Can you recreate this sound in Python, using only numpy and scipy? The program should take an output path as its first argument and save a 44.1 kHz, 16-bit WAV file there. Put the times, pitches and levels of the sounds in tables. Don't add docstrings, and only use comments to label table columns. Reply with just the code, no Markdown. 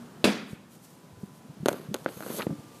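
import sys
import numpy as np
from scipy import signal
from scipy.fft import rfft, irfft
from scipy.io import wavfile

SR = 44100
rng = np.random.default_rng(int(sys.argv[2]) if len(sys.argv) > 2 else 0)


def unload_audio(sound):
    columns = np.transpose(np.atleast_2d(sound))
    steps = np.round(np.clip(columns, -1, 1) * 32767)
    wavfile.write(sys.argv[1], SR, steps.astype(np.int16))


def voltage_ratio(level):
    return 10 ** (np.asarray(level, float) / 20)


N = 123479

# pitch in Hz, level in dB, T60 in seconds.
FENCE_MODES = [(203, -24, 0.11), (427, -14.5, 0.015), (270, -35, 0.027), (586, -19, 0.029),
               (1020, -36, 0.031), (1570, -28, 0.0073), (2560, -34, 0.036), (2745, -23.5, 0.019),
               (3480, -22.5, 0.0088), (4010, -25, 0.0065), (4850, -33, 0.012), (7200, -37, 0.0043)]
# start in seconds, level in dB, tilt in dB per octave.
BANG_RETURNS = [
    (0.2423, 6, 1.3),
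    (0.2453, -22.5, 10.1),
    (0.2542, -0.5, -6),
    (0.259, -6, 0),
    (0.2738, -3, -1.5),
    (0.2782, -4.5, 0),
    (0.285, -8, -2.5),
    (0.305, -19, 0),
]
# frequency in Hz, level in dB per Hz.
YARD_COLOUR = [(53, -24), (90, -20), (216, 10.5), (870, -9.5), (948, -10), (2140, -11.5), (4930, -12.5),
               (11400, -21), (15000, -26)]
# frequency in Hz, T60 in seconds.
YARD_T60 = [(100, 0.77), (200, 0.59), (500, 0.47), (1500, 0.69), (4000, 0.58), (8000, 0.3), (14000, 0.39)]
# pitch in Hz, level in dB, T60 in seconds.
BOARD_MODES = [(215, -18, 0.01), (387, -5.5, 0.018), (574, -4.5, 0.028), (960, -21, .014),
               (1476, -5, 0.0087), (1960, -27, 0.0066)]
# pitch in Hz, level in dB, T60 in seconds.
CLACK_MODES = [(3510, -10, 0.0037), (4230, -11, 0.0038), (6460, -9.5, 0.0048), (8400, -36, 0.0028),
               (9900, -8, 0.0018), (12900, -30, 0.0021)]
# start in seconds, body level in dB, clack level in dB,
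# body tilt in dB per octave, pitch in Hz where the board is struck.
TAP_HITS = [(1.659, -10.5, -14.5, -1, 431), (1.6665, -20, -33, -9, 570), (1.6809, -28, -29, -4, 600),
            (1.6847, -7.5, -11, -4.3, 574), (1.6904, -24.5, -19, 9.5, 640), (1.704, -36, -39, 8, 644),
            (1.7111, -29, -50, -1, 607), (1.7152, -23, -42, -8, 474), (1.722, -34, -55, -9, 635),
            (1.729, -36, -25, -16, 574), (1.7317, -24.5, -46, -4, 564), (1.742, -25.5, -60, -5, 425),
            (1.754, -34, -55, -3, 546), (1.799, -32, -60, -13, 424), (1.943, -24.5, -12, -2.2, 533),
            (1.9465, -21, -43, 0.5, 390), (1.957, -27.5, -38, -0.5, 497), (1.965, -42, -34, 5, 574),
            (1.987, -46, -37.5, -5, 510), (2.045, -44, -32.5, -19, 490), (2.061, -14.5, -52, 2, 519),
            (2.082, -40, -56, 10, 574), (2.089, -34.5, -40, 6.5, 574), (2.206, -29, -30.5, 1.5, 623),
            (2.2248, -35, -34, 8, 617), (2.234, -43, -55, 12, 504), (2.249, -35.5, -65, 0, 397),
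            (2.2632, -25.5, -37, -2, 490), (2.285, -47, -45, 12, 530), (2.302, -25.5, -32, -7, 477),
            (2.31, -36, -60, -1, 487), (2.327, -39, -60, 4, 446), (2.336, -36, -60, -6, 440),
            (2.345, -28.5, -50, -6, 570), (2.37, -39, -55, -4, 450), (2.386, -26, -28, -5, 477),
            (2.391, -31, -60, -1, 480), (2.4672, -19.5, -63, -15.5, 462), (2.505, -32.5, -70, -6, 623)]
# start in seconds, level in dB, pitch in Hz.
FLICK_TICKS = [
    (2.0618, -36, 4300),
    (2.398, -32, 1500),
    (2.4034, -23, 1460),
    (2.408, -21.5, 1890),
    (2.4111, -24.5, 1850),
    (2.4191, -26, 2350),
    (2.4209, -19.5, 3900),
    (2.411, -26, 3180),
    (2.4259, -22.5, 4160),
    (2.428, -32, 1970),
]
# start in seconds, level in dB, pitch in Hz, T60 in seconds.
LAWN_THUDS = [(0.243, -41, 65, 0.037), (1.122, -41, 92, 0.11), (1.898, -28, 302, 0.032),
              (2.525, -18, 193, 0.041), (0.531, -9.5, 191, 0.017), (1.171, -39.5, 106, 0.14),
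              (1.232, -16, 194, 0.036), (1.30, -39, 148, 0.084), (1.448, -33.5, 233, 0.072),
              (1.493, -29, 151, 0.094), (1.569, -27, 200, 0.034), (1.601, -27, 143, 0.099),
              (1.629, -16, 188, 0.04), (1.886, -21, 153, 0.057), (1.911, -20.5, 203, 0.077),
              (2.169, -20.5, 176, 0.026), (2.247, -46, 145, 0.016), (2.469, -15.5, 199, 0.03),
              (2.493, -18, 270, 0.058), (2.505, -17, 164, 0.061), (2.513, -28.5, 293.5, 0.17),
              (2.591, -22, 163, 0.02)]
# time in seconds, hiss level in dB, rumble level in dB.
GLIDE_STROKES = [
    [(1.69, -51, -34), (1.74, -60.5, -42), (1.8, -65, -49), (1.86, -72, -45), (1.9, -83, -61),
     (1.96, -72, -47), (2.02, -77, -52), (2.06, -70, -67)],
    [(2.07, -61, -24), (2.095, -60, -43.5), (2.2, -57, -47), (2.3, -52, -39.5), (2.35, -45.5, -43.5),
     (2.388, -40.5, -42), (2.394, -53.5, -30), (2.43, -55, -42), (2.48, -70, -52)],
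]
# frequency in Hz, level in dB.
HISS_COLOUR = [(880, -20), (1500, -20), (2350, -7), (4140, 9), (5140, -2.5), (6690, 6), (8620, 5.5),
               (12000, 12.5), (15500, -42)]
# frequency in Hz, level in dB.
RUMBLE_COLOUR = [(53, -42), (90, -21), (243, 1.5), (467, 2.5), (748, -10), (1220, -8), (1890, -17),
                 (5000, -21.5), (6500, -73), (11000, -120)]
# frequency in Hz, width in Hz, level in dB.
HISS_RESONANCES = [(6540, 150, -8.5), (8220, 150, -12), (10560, 320, -10), (12260, 1300, 0.5)]
# centre in seconds, length in seconds, level in dB.
GRASS_SWISHES = [
    (0.509, 0.038, -57.5),
    (.735, 0.037, -59.5),
    (0.845, 0.015, -60.5),
    (0.885, 0.1, -62),
    (1.235, .05, -63.5),
    (1.362, 0.039, -63),
    (2.01, 0.043, -61.5),
    (2.77, .06, -63),
]
# frequency in Hz, level in dB.
GRASS_COLOUR = [(1500, -17), (4000, -14), (8000, -10.5), (13000, -9), (15500, -16)]
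# frequency in Hz, level in dB per Hz.
AIR_COLOUR = [(15, -81), (25, -45), (140, -3), (313, -4), (359, -7.5), (399, -8.5), (1020, -17.5),
              (1300, -22.5), (15500, -29.5)]
# frequency in Hz, level in dB per Hz.
TRAFFIC_COLOUR = [(24, -64.5), (40, -27), (149, 3), (234, -0.5), (278, -11.5), (1460, -16.5), (2500, -34),
                  (3250, -29), (5500, -120)]
# time in seconds, traffic level in dB, air level in dB.
BACKGROUND_SWELL = [(0, -50.5, 8.5), (0.102, -49.5, 6), (.22, -51, 6.5), (.7, -56, 1.3), (1.05, -58.5, 4.5),
                    (1.2, -55.5, 3.5), (1.45, -56, 4.5), (1.9, -53, 6.5), (2.5, -49.5, 9.5),
                    (2.8, -64.5, 8)]
# start in seconds, end in seconds, pitch in Hz, level in dB.
FAR_TONES = [
    (-.1, .09, 237.5, -41),
    (0.835, 1.6, 998, -64.5),
    (2.423, 2.9, 1186, -61.5),
]

YARD_DB, YARD_EARLY_DB, YARD_EARLY_T60 = -24.5, -22, 0.043
PANEL_IN_TAIL_DB, YARD_LUMPY_DB = -23.5, 1.4
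TAP_WAKE_DB, TAP_WAKE_T60 = -13, 0.041
CONTACT_HZ, SOFTER = 2500, 0.55
BOARD_LOW_HZ = 135
FLICK_CYCLES, FLICK_TOP_HZ = 18.4, 4830
THUD_RISE_S = 0.0034
AIR_DB = -59.5
MIC_TOP_HZ = 15300


def at_hz(points, hz):
    table_hz, value = np.transpose(points)
    return np.interp(np.log(hz), np.log(table_hz), value)


def noise():
    return rng.standard_normal(N)


def drift(rate):
    r = np.exp(-80 * np.pi * rate / SR)
    slow = signal.lfilter([1], [1, -2 * r, r * r], rng.standard_normal(N // 40 + 2002))[2000:]
    return np.interp(np.arange(N) / 40, np.arange(len(slow)), slow / slow.std())


def colour(x, spectrum):
    hz = np.fft.rfftfreq(N, 1 / SR) + 1
    low, high = spectrum[0][0], spectrum[-1][0]
    gain = voltage_ratio(at_hz(spectrum, hz)) / (1 + (low / hz) ** 4) / (1 + (hz / high) ** 4)
    y = irfft(rfft(x) * gain, N)
    return y / y.std()


def clicks(s, gains):
    out = np.full(N, 1e-18)
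    np.add.at(out, (np.asarray(s) * SR).astype(int), gains)
    return out


def ring(x, hz, t60):
    r, w = voltage_ratio(-60 / (t60 * SR)), 2 * np.pi * hz / SR
    return signal.lfilter([0, np.sin(w)], [1, -2 * r * np.cos(w), r * r], x)


def dying(s, gains, t60):
    return signal.lfilter([1], [1, -voltage_ratio(-60 / (t60 * SR))], clicks(s, gains))


def fence_bang():
    s, db, tilt_db = np.transpose(BANG_RETURNS)
    out = np.zeros(N)
    for k, (hz, mode_db, t60) in enumerate(FENCE_MODES):
        hit_db = db + mode_db + tilt_db * np.log2(hz / 500) + rng.normal(0, 1.0, len(s))
        out += (-1) ** (k + 1) * ring(clicks(s, voltage_ratio(hit_db)), hz, t60)
    return out


def yard_tail():
    s = np.transpose(BANG_RETURNS)[0]
    tail = colour(noise(), YARD_COLOUR)
    for hz, _, t60 in FENCE_MODES[6:-1]:
        panel = ring(tail, hz, 2 * t60)
        tail = tail + voltage_ratio(PANEL_IN_TAIL_DB) * panel / panel.std()
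    early = dying(s[1:2], voltage_ratio(YARD_EARLY_DB), YARD_EARLY_T60)
    edges = 80 * 2 ** np.arange(0, 7.7, 0.5)
    out = np.zeros(N)
    for k, (low, high) in enumerate(zip(edges, edges[1:])):
        band = signal.sosfilt(signal.butter(2, [low, high], "band", fs=SR, output="sos"), tail)
        late = dying(s[:1], voltage_ratio(YARD_DB), at_hz(YARD_T60, np.sqrt(low * high)))
        out += (-1) ** k * band * voltage_ratio(YARD_LUMPY_DB * drift(70)) * (late + early)
    return out


def taps():
    n = SR // 8
    out = np.zeros(N)
    hit = np.eye(1, n)[0] + 1e-18
    for s, body_db, clack_db, tilt_db, pitch_hz in TAP_HITS:
        luck = rng.normal(0, 1.5, 12)
        body, clack = np.zeros(n), np.zeros(n)
        for k, (hz, db, t60) in enumerate(BOARD_MODES):
            bend = pitch_hz / BOARD_MODES[2][0] if k < 3 else 1
            level = voltage_ratio(db + luck[k] + tilt_db * np.log2(hz / 570))
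            body += (-1) ** (1 + k // 3) * level * ring(hit, hz * bend, t60)
        for k, (hz, db, t60) in enumerate(CLACK_MODES):
            clack += voltage_ratio(db + luck[k + 6]) * ring(hit, hz, t60)
        contact_hz = np.clip(CONTACT_HZ * voltage_ratio(SOFTER * tilt_db), 600, 9000)
        body = signal.lfilter(*signal.butter(4, contact_hz, fs=SR), body)
        start = int(s * SR)
        out[start:start + n] += voltage_ratio(body_db) * body + voltage_ratio(clack_db) * clack
    return out


def tap_wake():
    s, body_db, clack_db, *_ = np.transpose(TAP_HITS)
    dull = signal.lfilter(*signal.butter(4, CONTACT_HZ, fs=SR), colour(noise(), YARD_COLOUR))
    bright = colour(noise(), GRASS_COLOUR)
    out = dying(s, voltage_ratio(body_db + TAP_WAKE_DB), TAP_WAKE_T60) * dull
    return out + dying(s, voltage_ratio(clack_db - 18), 0.019) * bright


def flick():
    ticks = np.zeros(N)
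    for s, db, hz in FLICK_TICKS:
        t60 = FLICK_CYCLES / hz
        upper = ring(clicks([s], 0.54), hz, t60)
        lower = ring(clicks([s], 0.84), hz * 0.7, t60)
        ticks += voltage_ratio(db) * (upper + 0.82 * lower)
    return signal.lfilter(*signal.butter(2, FLICK_TOP_HZ, fs=SR), ticks)


def glide():
    t = np.arange(N) / SR
    grit = noise() * voltage_ratio(2.87 * rng.exponential(1, N))
    hiss = colour(grit, HISS_COLOUR)
    for hz, width_hz, db in HISS_RESONANCES:
        sing = ring(grit, hz, 4.6 / width_hz)
        hiss += voltage_ratio(db) * sing / sing.std()
    bumps = noise() * voltage_ratio(2.7 * np.minimum(rng.exponential(1, N), 6.5))
    rumble = colour(bumps, RUMBLE_COLOUR) * voltage_ratio(3.0 * drift(37))
    out = np.zeros(N)
    for stroke in GLIDE_STROKES:
        s, hiss_db, rumble_db = np.transpose(stroke)
        gate = np.clip(np.minimum(t - s[0], s[-1] - t) / 0.019, 0, 1)
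        hiss_gain = voltage_ratio(np.interp(t, s, hiss_db) + drift(56))
        rumble_gain = voltage_ratio(np.interp(t, s, rumble_db) - 3.0)
        out += gate * (hiss_gain * hiss + rumble_gain * rumble)
    return out


def thuds():
    t = np.arange(N) / SR
    out = np.zeros(N)
    for s, db, hz, t60 in LAWN_THUDS:
        age = np.clip(t - s, 0, 1)
        envelope = voltage_ratio(db - 60 * age / t60 - 2.0) * (1 - np.exp(-age / THUD_RISE_S))
        out += envelope * (np.sin(2 * np.pi * hz * age) + 0.23 * np.sin(3.7 * np.pi * hz * age))
    return out


def grass():
    t = np.arange(N) / SR
    shape = sum(voltage_ratio(db) * np.exp(-((t - s) / length) ** 2) for s, length, db in GRASS_SWISHES)
    crackle = noise() * voltage_ratio(3.5 * np.minimum(rng.exponential(1, N), 5.5))
    return shape * colour(crackle, GRASS_COLOUR)


def background():
    t = np.arange(N) / SR
    s, traffic_db, air_db = np.transpose(BACKGROUND_SWELL)
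    air_gain = voltage_ratio(AIR_DB + np.interp(t, s, air_db) + 0.15 * drift(27))
    traffic_gain = voltage_ratio(np.interp(t, s, traffic_db) + 0.94 * drift(10.3))
    out = air_gain * colour(noise(), AIR_COLOUR) + traffic_gain * colour(noise(), TRAFFIC_COLOUR)
    for start, end, hz, db in FAR_TONES:
        gate = np.clip(np.minimum(t - start, end - t) / 0.086, 0, 1)
        tone = np.sin(2 * np.pi * hz * t + 1.24 * drift(2.33))
        out += gate * voltage_ratio(db + 1.0 * drift(4.1)) * tone
    return out


def scene():
    no_bass = signal.butter(3, BOARD_LOW_HZ, "high", fs=SR, output="sos")
    board = signal.sosfilt(no_bass, taps() + tap_wake() + flick() + glide())
    return (fence_bang() + yard_tail() + board + thuds() + grass() + background())[None]


def roll_off(x):
    return signal.sosfilt(signal.butter(12, 16360, fs=SR, output="sos"), x)


def record(dry):
    thin = signal.sosfilt(signal.butter(2, 55, "high", fs=SR, output="sos"), dry)
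    mix = signal.sosfilt(signal.cheby2(12, 30, MIC_TOP_HZ, fs=SR, output="sos"), thin)
    return roll_off(mix)


dry = scene()
out = record(dry)
unload_audio(out)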